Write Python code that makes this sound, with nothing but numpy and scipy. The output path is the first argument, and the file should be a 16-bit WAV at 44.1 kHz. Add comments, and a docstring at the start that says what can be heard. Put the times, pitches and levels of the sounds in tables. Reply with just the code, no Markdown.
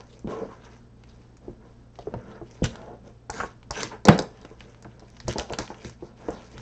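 """A desk in a small furnished room: hands slide a stack of cards off its top, then drag, knock and turn
a small film-wrapped cardboard box. Fan noise and mains hum lie behind. Knocks and stick-slip noise ring
the modes of the desk and box, sliding edges sing, and shaped noise bursts make the film click and rustle.
A narrow-band webcam microphone stands on the same desk and overloads on the hardest knock."""
import sys
import numpy as np
from scipy import signal
from scipy.fft import rfft, irfft
from scipy.io import wavfile
from scipy.ndimage import uniform_filter1d

SR = 44100
rng = np.random.default_rng(int(sys.argv[2]) if len(sys.argv) > 2 else 0)


def unload_wav(signal):
    """Save mono or channel-first audio to the path in sys.argv[1] as 16-bit WAV at rate SR, clipped to [-1, 1]."""
    wavfile.write(
        sys.argv[1],
        SR,
        np.round(np.clip(np.atleast_2d(signal).T, -1, 1) * 32767).astype(np.int16),
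    )


def gain_from_decibels(decibels):
    """Convert decibel values to linear amplitude factors."""
    exponent = np.asarray(decibels, float) / 20
    return 10 ** exponent


N = 291501  # length in samples


def unit(x):
    """Scales a sound to rms 1."""
    return x / np.sqrt(np.mean(x ** 2))


def band(x, hz, width_hz):
    """Two-pole resonance, gain 1 at the centre."""
    return signal.lfilter(*signal.iirpeak(hz, hz / width_hz, fs=SR), x)


def colour(x, points):
    """Shapes a spectrum by (Hz, dB) points, joined straight over log frequency."""
    hz, db = np.transpose(points)
    f = np.maximum(np.fft.rfftfreq(len(x), 1 / SR), 1)
    return irfft(rfft(x) * gain_from_decibels(np.interp(np.log(f), np.log(hz), db)), len(x))


def walk(rate):
    """Random levels, each held for 1 / rate seconds and slewed twice; rms 1."""
    hold = int(SR / rate)
    levels = np.repeat(rng.standard_normal(N // hold + 1), hold)
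    return unit(uniform_filter1d(uniform_filter1d(levels, hold), hold)[:N])


def grit(rate, scatter_db, smooth):
    """Slips at random moments, rate per second, with a long-tailed size, over an even hiss."""
    chance = rng.random((2, N))
    size = gain_from_decibels(-scatter_db * np.log(1 - chance[1])) * rng.standard_normal(N)
    slips = (chance[0] < rate / SR) * size
    return unit(unit(slips) + smooth * rng.standard_normal(N))


def add(out, s, peak_db, sound):
    """Lays a sound in at time s with the given peak."""
    i = int(s * SR)
    out[i:i + len(sound)] += (sound * gain_from_decibels(peak_db) / np.abs(sound).max())[:N - i]


# Spectrum of the fan noise in the room. Each row: frequency in Hz, relative level in dB per Hz.
AIR_SPECTRUM = [(12, -52.5), (20, 6), (120, -3.5), (185, -1.5), (239, 2.5), (300, -8.5), (430, -9.5),
                (555, -24), (615, -14.5), (2320, -30), (5540, -32), (7720, -37.5), (9000, -35.5),
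                (11700, -100), (19800, -120)]
# Mains hum. Each row: frequency in Hz, middle level in dB rms.
HUM_TONES = [(59.2, -57), (118.4, -54.5), (242.2, -73)]


def room_tone():
    """Fan noise that drifts a little in level, and a mains hum that wavers."""
    t = np.arange(N) / SR
    air = unit(colour(rng.standard_normal(N), AIR_SPECTRUM)) * gain_from_decibels(-54 + 0.87 * walk(25))
    hum = np.zeros(N)
    for hz, db in HUM_TONES:
        hum += np.sqrt(2) * gain_from_decibels(db + 1.4 * walk(56)) * np.sin(2 * np.pi * hz * t)
    return air + hum


def sampling_tone():
    """A faint 8 kHz tone gated in quick beats with softened edges, left by sampling at 16 kHz."""
    t = np.arange(N) / SR
    beats_per_s, on_share = 30, 0.33
    gate = uniform_filter1d(1. * (t * beats_per_s % 1 < on_share), size=100)
    return np.sqrt(2) * gain_from_decibels(-84) * np.sin(2 * np.pi * 8000 * t) * gate


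# Thin bright ticks that bypass the microphone's treble limit. Each row: start in seconds, peak in dB.
BRIGHT_TICKS = [(4.189, -39), (4.8247, -40), (5.102, -43), (5.3273, -27)]


def ticks():
    """Each tick is one impulse through three broad resonances between 5.5 and 5.7 kHz."""
    out = np.zeros(N)
    impulse = 1. * (np.arange(SR // 200) == 0)
    spike = band(band(band(impulse, 5700, 3000), 5500, 4050), 5700, 6000)
    for s, peak_db in BRIGHT_TICKS:
        add(out, s, peak_db, spike)
    return out


# Strokes of the hand across the desk. Each row: start in seconds, length in seconds, desk drag in dB,
# card scrape in dB, scrape centre in Hz, film rustle in dB; levels are at full speed, before settling.
HAND_STROKES = [(-.06, 0.07, -41.5, -42, 950, -52.5), (0.02, 0.2, -56, -69, 1476, -63),
                (0.259, 0.088, -34.5, -43, 890, -52.5), (0.318, 0.16, -32, -48, 860, -59.5),
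                (0.455, 0.13, -49.5, -51, 1117, -64.5), (0.556, 0.24, -54.5, -55.5, 1300, -61.5),
                (0.98, 0.3, -77, -70, 1210, -67.5), (1.389, 0.16, -47.5, -65.5, 822, -70),
                (1.582, 0.13, -53.5, -59.5, 1000, -67.5), (1.913, 0.2, -57, -65.5, 1180, -64),
                (2.036, 0.25, -45, -55.5, 1250, -68), (2.211, 0.22, -47, -50.5, 1000, -64.5),
                (2.4, 0.32, -54.5, -61, 1100, -60), (2.627, 0.028, -32, -64.5, 1536, -32),
                (2.67, 0.18, -45, -51.5, 1014, -63), (2.775, 0.2, -42, -52.5, 727, -69),
                (3.019, 0.078, -46, -60.5, 897, -65), (3.306, .16, -39, -39.5, 1250, -43),
                (3.711, 0.12, -44, -39, 1100, -42.5), (3.733, 0.14, -37, -42, 1547, -37),
                (3.898, 0.047, -40, -40, 1255, -67), (4.046, 0.12, -22.5, -30.5, 1200, -46.5),
                (4.079, 0.18, -33, -41.5, 988, -65), (4.247, 0.33, -53.5, -59, 1100, -62.5),
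                (4.545, 0.2, -52, -61, 1544, -63), (4.685, 0.45, -57.5, -63, 1100, -69.5),
                (4.978, 0.63, -71, -64, 1100, -62.5), (5.261, 0.072, -42, -44, 1220, -40),
                (5.352, 0.077, -36, -38.5, 790, -43.5), (5.474, 0.093, -37.5, -46, 930, -50.5),
                (5.576, 0.039, -37.5, -36.5, 1100, -38), (5.666, 0.11, -50, -49.5, 1000, -57),
                (5.761, 0.16, -50.5, -54.5, 1218, -50.5), (5.98, 0.16, -52, -60, 807, -65),
                (6.146, 0.33, -46, -50, 960, -55), (6.281, 0.053, -40, -44, 892, -62),
                (6.373, 0.57, -53, -56, 1200, -55.5)]
# Levels while the hands only hold: drag, scrape and film, each in dB.
HOLD_DB = [-61.5, -70.5, -86.5]


def strokes():
    """Hand speed follows a half sine over each stroke; every layer follows it and settles after."""
    speed_power = 0.87  # amplitude against hand speed
    settle_s = 0.014
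    rest_hz = 1100  # scrape centre while the hands rest
    t = np.arange(N) / SR
    power = gain_from_decibels(np.array(HOLD_DB))[:, None] ** 2 * np.ones(N)
    # the fourth row is the scrape centre in octaves, weighted by scrape power
    power = np.vstack([power, power[1] * np.log2(rest_hz)])
    for s, length, drag_db, scrape_db, hz, film_db in HAND_STROKES:
        i, j = max(int(s * SR), 0), min(int((s + length) * SR), N)
        speed = np.abs(np.sin(np.pi * (t[i:j] - s) / length))
        full = gain_from_decibels(np.array([drag_db, scrape_db, film_db]))[:, None]
        own = (full * speed ** speed_power) ** 2
        power[:, i:j] += np.vstack([own, own[1] * np.log2(hz)])
    keep = np.exp(-1 / (settle_s * SR))
    power = signal.lfilter([1 - keep], [1, -keep], power, zi=keep * power[:, :1])[0]
    drag_db, scrape_db, film_db = 10 * np.log10(power[:3])
    # where strokes overlap the louder one weighs more on the centre
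    return drag_db, scrape_db, film_db, power[3] / power[1]


# Modes of the desk top and box, rung by both rubbing and knocks.
# Each row: frequency in Hz, base level in dB, base decay time (t60) in seconds.
DESK_MODES = [(43.6, -1, 0.37), (68.5, 2.5, 0.17), (122.4, 3.5, 0.18), (199.7, 7, 0.053), (195, -9, 0.022),
              (227.6, -11, 0.96), (316, -2, 0.11), (353.4, 0, 0.14), (430, 6, 0.063), (504, -2.5, 0.14),
              (590, -1, 0.05), (668, 4.5, 0.027), (813, -1, 0.024), (885, 1, 0.029), (1000, -9.5, 0.022),
              (1085, -8.5, 0.058), (1140, -19.5, 0.076), (1392, -0.5, 0.013), (1520, -21, 0.11),
              (1900, -37.5, 0.19)]
# Spectrum of the rustling film. Each row: frequency in Hz, relative level in dB per Hz.
FILM_SPECTRUM = [(1290, -14), (2200, 0), (3010, -1), (3940, -1.5), (4210, -4), (6140, -3.5), (7860, -16),
                 (9000, -4.5), (11700, -68), (19800, -120)]


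def rubbing():
    """Stick-slip drives the desk: drags its low modes, card edges the upper ones; film rustles on top."""
    drag_db, scrape_db, film_db, centre_octave = strokes()
    drag_slips, scrape_slips, film_slips = grit(2000, 1.5, .8), grit(1500, 1.5, .8), grit(1200, 2.5, .8)
    edge_hz = 560  # drags ring the modes below, card edges those above
    wander_db = 2.2
    low_ring, high_ring = np.zeros(N), np.zeros(N)
    for hz, db, t60 in DESK_MODES:
        # the contact wanders, so each mode swells and fades by itself
        level = gain_from_decibels(db + wander_db * walk(24))
        width_hz = 1.16 * np.log(1000) / np.pi / t60
        if hz > edge_hz:
            high_ring += level * band(scrape_slips, hz, width_hz)
        else:
            low_ring += level * band(drag_slips, hz, width_hz)
    # a soft, broad contact carries no treble into the wood
    drag = band(band(low_ring, 420, 740), 260, 660)
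    wood = unit(high_ring) + gain_from_decibels(-19.5) * unit(band(scrape_slips, 1000, 900))
    # a flat face slides dull, an edge bright: each stroke favours the modes near its centre
    scrape = np.zeros(N)
    for hz in 500 * 2 ** np.arange(0, 2.6, 1 / 3):
        near = gain_from_decibels(-15 * (np.log2(hz) - centre_octave) ** 2)  # 15 dB down one octave away
        scrape += near * band(band(wood, hz, hz / 3), hz, hz / 3)
    rustle = colour(film_slips, FILM_SPECTRUM) * gain_from_decibels(wander_db * walk(65))
    # creases come and go, so the colour of the film is patchy
    film = np.zeros(N)
    for hz in 1500 * 2 ** np.arange(0, 2.8, 1 / 3):
        film += gain_from_decibels(wander_db * walk(45)) * band(band(rustle, hz, hz / 2), hz, hz / 2)
    return gain_from_decibels(drag_db) * unit(drag) + gain_from_decibels(scrape_db) * unit(scrape) + gain_from_decibels(film_db) * unit(film)


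# Narrow resonances that sing while an edge slides. Each row: start in seconds, length in seconds,
# first pitch in Hz, last pitch in Hz, level in dB rms before the swell and fade.
SINGING_EDGES = [(0.269, 0.11, 433.6, 430, -33), (.28, 0.15, 1080, 1035, -42),
                 (0.481, .08, 1100, 1000, -48.5), (2.744, 0.22, 610, 745, -49),
                 (3.315, 0.14, 6440, 7100, -50.5), (3.354, .1, 1350, 1467, -39),
                 (3.739, 0.092, 5820, 6220, -43.5), (3.77, 0.04, 3920, 3900, -53),
                 (3.749, .08, 1552, 1579, -36.5), (3.892, 0.077, 1000, 784, -42.5),
                 (4.09, 0.055, 3925, 3810, -39)]


def sings():
    """Narrow noise on a gliding pitch, swelling and fading over the slide."""
    width = 0.031  # bandwidth as a share of the first pitch
    out = np.zeros(N)
    noises = rng.standard_normal((len(SINGING_EDGES), 2, SR // 3))
    for (s, length, first_hz, last_hz, db), noise in zip(SINGING_EDGES, noises):
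        n, i = int(length * SR), int(s * SR)
        lowpass = signal.butter(1, width * first_hz / 2, fs=SR)
        slow = signal.lfilter(*lowpass, noise[0] + 1j * noise[1])[-n:]
        phase = 2 * np.pi * np.cumsum(np.linspace(first_hz, last_hz, n)) / SR
        tone = unit((slow * np.exp(1j * phase)).real)
        out[i:i + n] += gain_from_decibels(db) * tone * np.sin(np.pi * np.arange(n) / n)
    return out


# Snaps of film and card edges. Each row: start in seconds, peak in dB, centre in Hz.
SNAPS = [(0.192, -41.5, 5950), (0.2734, -37.5, 2340), (1.037, -41, 2170), (1.369, -40.5, 7010),
         (1.956, -42.5, 2420), (1.9892, -36, 3270), (2.14, -35, 2010), (2.6414, -16, 6300),
         (2.648, -23.5, 3500), (2.6528, -21, 3040), (2.657, -20, 2800), (2.667, -37, 4000),
         (2.756, -31, 3280), (2.817, -41.5, 2960), (3.3006, -20, 6400), (3.6295, -38, 2280),
         (3.709, -15, 5840), (3.8319, -12.5, 5430), (4.0528, -10.5, 4820), (4.0856, 0.5, 2080),
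         (4.073, -17.5, 2000), (4.179, -28, 6000), (4.1899, -12.5, 4270), (4.222, -28.5, 5500),
         (4.414, -42.5, 4800), (4.45, -36.5, 2980), (4.606, -31.5, 1900), (4.746, -41.5, 2450),
         (4.8251, -39, 6100), (4.846, -38, 1500), (4.995, -42, 4800), (5.004, -43, 3500),
         (5.167, -41, 2350), (5.2018, -29, 4060), (5.2812, -16, 5830), (5.288, -27, 6900),
         (5.3348, -27, 4500), (5.3832, -14.5, 5070), (5.498, -31, 2380), (5.525, -28, 7000),
         (5.5346, -19.5, 2620), (5.5866, -12.5, 4850), (5.6774, -31, 2150), (5.691, -41, 5500),
         (5.744, -35, 2260), (5.819, -41, 2160), (5.847, -28.5, 3850), (5.8967, -35.5, 5280),
         (6.2869, -34.5, 1580), (6.305, -34, 6740), (6.421, -42, 2200), (6.5793, -27.5, 3300)]


def clicks():
    """A sharp crack with some body from the card beneath, then the film settles in a short fading hiss."""
    out, t = np.zeros(N), np.arange(SR // 8) / SR
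    for (s, peak_db, hz), noise in zip(SNAPS, rng.standard_normal((len(SNAPS), SR // 8))):
        settling = noise * (np.exp(-t / 0.0019) + gain_from_decibels(-15.5) * np.exp(-t / 0.011))
        burst = gain_from_decibels(10.0) * (t == 0) + settling
        crack = band(band(burst, hz, 0.5 * hz), hz, 0.74 * hz)
        fizz = gain_from_decibels(-7) * band(band(burst, hz, 1.4 * hz), hz, 3.0 * hz)
        # the higher the snap, the less body
        body = gain_from_decibels(7 - 3.1 * np.log2(hz / 2000)) * band(band(burst, 1200, 1600), 1300, 2200)
        add(out, s, peak_db, crack + fizz + body)
    return out


# Knocks on the desk. Each row: start in seconds, peak in dB before the final bass cut,
# strongest pitch in Hz, gain of the leg modes (thud) in dB, spread around the pitch in octaves.
DESK_KNOCKS = [(0.245, -21, 225, -5.5, 0.67), (0.273, -20, 293, -16, 0.8), (1.481, -23, 254, -9, 0.48),
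               (1.988, -29.5, 625, -10, 0.2), (2.071, -20, 427, -4.5, 0.35), (2.139, -17.5, 218, -2, 1.46),
               (2.414, -25, 430, -1, 0.47), (2.62, -9.5, 204, -8, 0.44), (3.297, -19, 1080, -19.5, 0.073),
               (3.402, -15.5, 1490, -23, 0.17), (3.435, -19, 950, -13.5, 0.41),
               (3.707, -20, 1086, -16, 0.17), (3.831, -27, 288, -19.5, 0.19), (4.054, -14, 504, -27, 0.36),
               (4.075, -15.5, 498, -15, 0.17), (4.0844, 9.5, 784, -24.5, 3), (4.189, -13.5, 404, -12, 0.64),
               (4.449, -31, 477, -12, 1.9), (4.513, -33, 300, -6, 0.74), (4.851, -29.5, 290, -2, 1.9),
               (5.023, -34, 350, -6, 1.1), (5.248, -29.5, 200, 12, 0.18), (5.28, -14.5, 257, 2.5, 1.5),
               (5.358, -18.5, 460, -28, 0.64), (5.386, -17, 710, -14, 0.17), (5.504, -21.5, 607, -18, 0.17),
               (5.523, -23.5, 640, 1, 0.33), (5.588, -17.5, 497, -5, 1.1), (5.601, -23, 308, -5, 0.39),
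               (5.703, -24.5, 800, -9, 0.8), (5.85, -24, 153, -2.5, 1.06), (6.024, -26.5, 353, -4.5, 0.63),
               (6.285, -15.5, 430, -6, 0.62), (6.539, -36, 202, 4, .6), (6.575, -35.5, 159, 1, 1.2)]


def knocks():
    """Each blow wakes the modes near its strongest pitch; the spot struck scatters their shares."""
    out, t = np.zeros(N), np.arange(SR // 3) / SR
    hz, db, t60 = np.transpose(DESK_MODES)[:, :, None]
    chance = rng.standard_normal((len(DESK_KNOCKS), 2, len(DESK_MODES), 1))
    rattle = rng.standard_normal((len(DESK_KNOCKS), SR // 3))
    detune, scatter_db = .012, 2.0
    legs = hz[:, 0] < 140
    bass_cut = signal.butter(2, 110, "high", fs=SR)
    for (s, peak_db, top_hz, thud_db, spread), (share, tune), noise in zip(DESK_KNOCKS, chance, rattle):
        near_db = db - 6 * np.abs(np.log2(hz / top_hz)) / max(spread, .2) + scatter_db * share
        # the whole desk rocks on its legs by the weight behind the blow
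        near_db = np.where(legs[:, None], db + thud_db, near_db)
        # high-pitched taps come from thin card, which rings more briefly
        fade = np.exp(-np.log(1000) * t * (1 / t60 + top_hz / 120))
        modes = -gain_from_decibels(near_db) * np.sin(2 * np.pi * hz * (1 + detune * tune) * t) * fade
        # the bending modes shift no air as a whole, so they leave the bass to the legs
        ring = modes[legs].sum(axis=0) + signal.lfilter(*bass_cut, modes[~legs].sum(axis=0))
        # cardboard lands unevenly: a blow, then a few ms of chatter
        contact = (t == 0) + gain_from_decibels(-21.5) * noise * np.exp(-t / 0.011)
        # a dull blow is a soft, longer push
        push = np.hanning(int(0.4 * SR / top_hz / 2 ** spread) + 3)
        contact = np.convolve(contact, push)
        add(out, s, peak_db, signal.fftconvolve(ring, contact)[:len(t)])
    # the knocks carry little below 50 Hz
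    return signal.lfilter(*signal.butter(2, 50, "high", fs=SR), out)


def room(near):
    """Adds an echo off the nearest wall and the diffuse tail of a small furnished room."""
    t60_s, echo_s = 0.3, 0.0092
    t = np.arange(SR // 2) / SR
    tail = rng.standard_normal(len(t)) * np.exp(-np.log(1000) * t / t60_s) * (t > .004)
    lag = int(echo_s * SR)
    near = near + gain_from_decibels(-14) * band(np.pad(near, (lag, 0))[:N], 4500, 4700)
    wet = signal.fftconvolve(near, tail / np.sqrt(np.sum(tail ** 2)))[:N]
    return near + gain_from_decibels(-13.5) * wet


def scene():
    """Everything done on the desk, heard in the room, over the fan and hum."""
    near = knocks() + clicks() + rubbing() + sings()
    return (room(near) + room_tone())[None]


def microphone(x):
    """The webcam microphone on the desk passes little above 7550 Hz."""
    return signal.sosfilt(signal.ellip(6, .5, 65, 7550, fs=SR, output="sos"), x)


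def overload(x):
    """The stage after the microphone flattens peaks toward a ceiling and so splashes treble."""
    ceiling = .72
    flat = x / (1 + (x / ceiling) ** 8) ** (1 / 8)
    flat = signal.lfilter(*signal.butter(1, 12, "high", fs=SR), flat)
    return signal.sosfilt(signal.butter(10, 16200, fs=SR, output="sos"), flat)


def roll_off(x):
    """The treble ends steeply here."""
    return signal.sosfilt(signal.butter(12, 16810, fs=SR, output="sos"), x)


def record(dry):
    """The microphone's signal, with ticks and the faint pulsing 8 kHz sampling tone, is overloaded."""
    mix = overload(microphone(dry) + ticks() + sampling_tone())
    return roll_off(mix)


dry = scene()
out = record(dry)
unload_wav(out)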